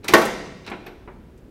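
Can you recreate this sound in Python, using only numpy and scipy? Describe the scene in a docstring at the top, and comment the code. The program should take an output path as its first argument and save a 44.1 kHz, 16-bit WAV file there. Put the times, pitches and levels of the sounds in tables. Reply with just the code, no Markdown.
"""A steel gear lever slams into its stop and rings a bare machine chassis in a sheet-metal workshop.
The detent clicks first, as the lever is pushed through its gate; after the clunk the linkage rattles,
then come lighter knocks and one thin spring ping. Each hit rings damped modes of the steel.
The hall echoes over a low rumble; the big clunk overloads the microphone."""
import sys
import numpy as np
from scipy import signal
from scipy.fft import rfft, irfft
from scipy.io import wavfile

SR = 44100
rng = np.random.default_rng(int(sys.argv[2]) if len(sys.argv) > 2 else 0)


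def transcribe(signal):
    """Save signal, clipped to [-1, 1], as a 16-bit WAV file at the path in sys.argv[1]."""
    frames = np.atleast_2d(signal).T
    limited = np.clip(frames, -1, 1)
    pcm = np.round(limited * 32767).astype(np.int16)
    wavfile.write(sys.argv[1], SR, pcm)


N = 66150
CLUNK_S, PING_S = .1358, .863

# blow spectrum (frequency [Hz], relative level [dB/octave])
CLUNK_SPECTRUM_DB = [(50, -43), (120, -31), (200, -13.5), (420, -5), (800, -8), (1400, 0), (2050, 1.5),
                     (2500, -7), (5000, -7), (8000, -11.5), (13000, -6.5), (16000, -19.5)]
# blow peaks and dips (frequency [Hz], width [Hz], gain [dB])
CLUNK_RESONANCES = [(280, 40, -2), (640, 110, 4.5), (1018, 70, -7.5), (1095, 80, 6), (1252, 92, -5.5),
                    (1440, 150, -2.5), (1680, 180, -6), (2530, 200, -3), (2656, 130, 3.5), (5740, 600, 2)]
# dense steel mode decay (frequency [Hz], t60 [s])
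STEEL_T60_S = [(150, 0.24), (500, 0.22), (1500, 0.19), (4000, 0.11), (12000, 0.045)]


def clunk(rise_s=.0026, gain_db=-7):
    """The lever hits its stop: a crash of dense steel modes, treble dying first."""
    hz = bins_hz()
    steel = noise(at(CLUNK_SPECTRUM_DB, hz) + resonance_db(CLUNK_RESONANCES, hz))
    return amp(gain_db) * attack(CLUNK_S, rise_s) * fade(steel, CLUNK_S, STEEL_T60_S)


# strong frame modes (frequency [Hz], relative level [dB], t60 [s])
FRAME_MODES = [(160, -19.5, .07), (190.8, -34, 1.5), (222.6, -20, 0.51), (347.2, -9.5, .22),
               (409.7, -19, 0.36), (446.4, -20, .36), (498, -25.5, 1), (533.8, -16.5, 0.37),
               (639.5, -24.5, 0.52), (775, -23.5, .38), (873, -20, 0.36), (1070, -11, .16),
               (1117, -11, 0.23), (1477.5, -12.5, .15), (1531, -24, .5), (1613, -20, 0.051),
               (1807, -12.5, .17)]


def frame_ring(gain_db=1.5):
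    """The blow on the stop sets the frame ringing."""
    return amp(gain_db) * ring(FRAME_MODES, CLUNK_S, rise_s=.0015)


# detent and linkage hits (time [s], rise [s], low, mid, high, top relative level [dB], cutoff [Hz])
CONTACT_HITS = [ (.03, 0.022, -38, -50.5, -40, -47, 6000), (0.0416, 0.0027, -43, -38, -43.5, -42.5, 15100),
                (0.0802, 0.0042, -41, -33.5, -22.5, -25.5, 15900),
                (0.0909, 0.0013, -25.5, -32, -45, -46, 6050),
                (0.1242, 0.00092, -28.5, -42, -36, -39.5, 16000),
                (0.1795, 0.0011, -26, -20.5, -34, -34, 15000),
                (0.215, 0.00062, -28.5, -23, -37, -34.5, 16000),
                (.251, 0.0026, -29.5, -37, -58, -30.5, 14800), (0.643, 0.0076, -62, -58, -45, -56, 6000),
                (0.6638, .001, -49, -48, -41, -51, 11000), (0.673, 0.0049, -36.5, -42, -36.5, -48.5, 9000),
                (.698, .002, -55, -39.5, -57, -49.5, 12400), (.7152, .002, -31, -35, -35, -65, 4180),
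                (.862, 0.0069, -38.5, -42, -43.5, -52.5, 13100),
                (1.075, 0.0023, -40, -43, -49.5, -72.5, 2700),
                (1.375, .003, -58, -71.5, -73.5, -61.5, 13000), ]
# low, mid, high, top level points (frequency [Hz])
CONTACT_BANDS_HZ = [350, 1100, 2700, 8000]
# lever peaks and dips (frequency [Hz], width [Hz], gain [dB])
LEVER_RESONANCES = [(380, 51, 4), (565, 480, -3), (840, 42, 2), (960, 60, 3), (1232, 83, -3),
                    (1490, 43, 3.5), (2290, 270, 4.5), (3300, 160, -5), (3950, 270, 4.5), (5560, 370, 2.5),
                    (6800, 1100, -2)]
# shaft tones (frequency [Hz], level re contact [dB], t60 [s])
SHAFT_MODES = [(304.3, -7.5, .3), (365, -2.5, 0.27), (416.4, -6.5, .2), (777, -9, .16), (983, -6, .14),
               (1125, -10, .12), (1524, -12, 0.097), (1984, -10, .12), (2422, -5, .09),
               (2722, -10.5, 0.063), (3750, -10, .1), (4030, -8, 0.062)]


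def contacts(t60_scale=1.176, bass_cut_hz=270):
    """Clicks and knocks ring lever and shaft; harder contacts are brighter."""
    hz, out = bins_hz(), 0
    # the lever radiates little bass
    lever_db = resonance_db(LEVER_RESONANCES, hz) + rolloff_db(bass_cut_hz / hz, order=2)
    decay = [(f, t60_s * t60_scale) for f, t60_s in STEEL_T60_S]
    for start_s, rise_s, *levels_db, cutoff_hz in CONTACT_HITS:
        spectrum = list(zip(CONTACT_BANDS_HZ, levels_db))
        force_db = lambda f: at(spectrum, f) + rolloff_db(f / cutoff_hz, order=4)
        lever = attack(start_s, rise_s) * fade(noise(lever_db + force_db(hz)), start_s, decay)
        shaft_modes = [(f, db + force_db(f), t60_s) for f, db, t60_s in SHAFT_MODES]
        out = out + lever + ring(shaft_modes, start_s, rise_s)
    return out


# spring modes (frequency [Hz], level [dB], t60 [s])
SPRING_MODES = [(2541, -42, 0.083), (4330, -51, 0.094), (12200, -56, .035), (12560, -45.5, 0.055),
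                (12650, -64, 0.35), (13690, -55, .035), (13790, -64, 0.24), (15100, -61, .035)]


def spring_ping():
    """A small spring rings once in thin, high modes."""
    return ring(SPRING_MODES, PING_S, rise_s=.0018)


# hall decay (frequency [Hz], t60 [s])
HALL_T60_S = [(100, 3.1), (330, 1.14), (800, 0.72), (2000, 0.95), (5000, 1), (9000, 0.74), (14000, 0.1)]
# echo spectrum (frequency [Hz], relative level [dB])
HALL_SPECTRUM_DB = [(100, -2), (330, -9), (750, -3.5), (1100, -7.5), (1900, -9), (3000, -6.5), (6000, -6.5),
                    (13000, -6)]


def hall(x, build_s=.016):
    """Diffuse echo: builds quickly, lingers longest in the bass."""
    hz = bins_hz()
    energy_norm = np.sqrt(2 * np.log(1000) / (at(HALL_T60_S, hz) * SR))
    gain = amp(at(HALL_SPECTRUM_DB, hz)) * energy_norm
    reflections = irfft(rfft(rng.standard_normal(N)) * gain, N)
    response = fade(reflections, 0, HALL_T60_S) * attack(0, build_s)
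    return signal.fftconvolve(x, response)[:N]


# workshop background (frequency [Hz], level [dB/octave])
RUMBLE_SPECTRUM_DB = [(20, -65), (40, -51), (110, -53.5), (220, -51), (400, -52.5), (800, -65),
                      (1700, -67.5), (3400, -72), (7000, -77), (14000, -76.5)]


def rumble():
    """Steady low noise of the workshop."""
    return noise(at(RUMBLE_SPECTRUM_DB, bins_hz()))


def amp(db):
    """Decibels to gain."""
    return 10 ** (np.asarray(db) / 20)


def at(points, hz):
    """Interpolate (frequency, value) points on a log-frequency axis."""
    f, values = np.array(points, float).T
    return np.interp(np.log(hz), np.log(f), values)


def bins_hz():
    """FFT bin frequencies."""
    return np.maximum(np.arange(N // 2 + 1) * SR / N, 1)


def since(start_s):
    """Seconds since the start, zero before it."""
    return np.maximum(np.arange(N) / SR - start_s, 0)


def noise(octave_db):
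    """Random-phase noise with the given level per octave."""
    hz = bins_hz()
    phase = np.exp(2j * np.pi * rng.random(len(hz)))
    magnitude = amp(octave_db) * np.sqrt(N * SR / 2 / (hz * np.log(2)))
    return irfft(phase * magnitude * (hz > 20), N)


def fade(x, start_s, t60_points):
    """Decay each half-octave band at its own rate."""
    spectrum, t, out = rfft(x), since(start_s), 0
    centres_hz = SR / 2 / np.sqrt(2) ** np.arange(20)
    band_index = np.clip(2 * np.log2(SR / 2 / bins_hz()), 0, len(centres_hz) - 1)
    for k, hz in enumerate(centres_hz):
        band = irfft(spectrum * np.maximum(1 - abs(band_index - k), 0), N)
        out = out + band * np.exp(-np.log(1000) * t / at(t60_points, hz))
    return out


def attack(start_s, rise_s):
    """Linear ramp from silence to full level."""
    return np.minimum(since(start_s) / max(rise_s, 1 / SR), 1)


def ring(modes, start_s, rise_s):
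    """Struck modes: damped sines at random phases."""
    t, out = since(start_s), 0
    for hz, db, t60_s in modes:
        envelope = amp(db) * np.exp(-np.log(1000) * t / t60_s)
        out = out + envelope * np.sin(2 * np.pi * (hz * t + rng.random()))
    return attack(start_s, rise_s) * out


def resonance_db(peaks, hz):
    """Summed resonance peaks and dips."""
    return sum(db / (1 + (2 * (hz - f) / width_hz) ** 2) for f, width_hz, db in peaks)


def rolloff_db(ratio, order):
    """Filter slope beyond a corner."""
    return -10 * np.log10(1 + ratio ** (2 * order))


def scene(ring_send_db=-16):
    """Lever, frame and spring in the hall, over its rumble."""
    lever = clunk() + contacts()
    frame = frame_ring()
    spring = spring_ping()
    echo = hall(lever + amp(ring_send_db) * (frame + spring))
    return (lever + frame + spring + echo + rumble())[None]


def record(dry, cutoff_hz=15750):
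    """The microphone clips on the clunk and cuts the top."""
    lowpass = signal.ellip(10, .1, 70, cutoff_hz, fs=SR, output="sos")
    return signal.sosfilt(lowpass, np.clip(dry, -1, 1))


dry = scene()
out = record(dry)
transcribe(out)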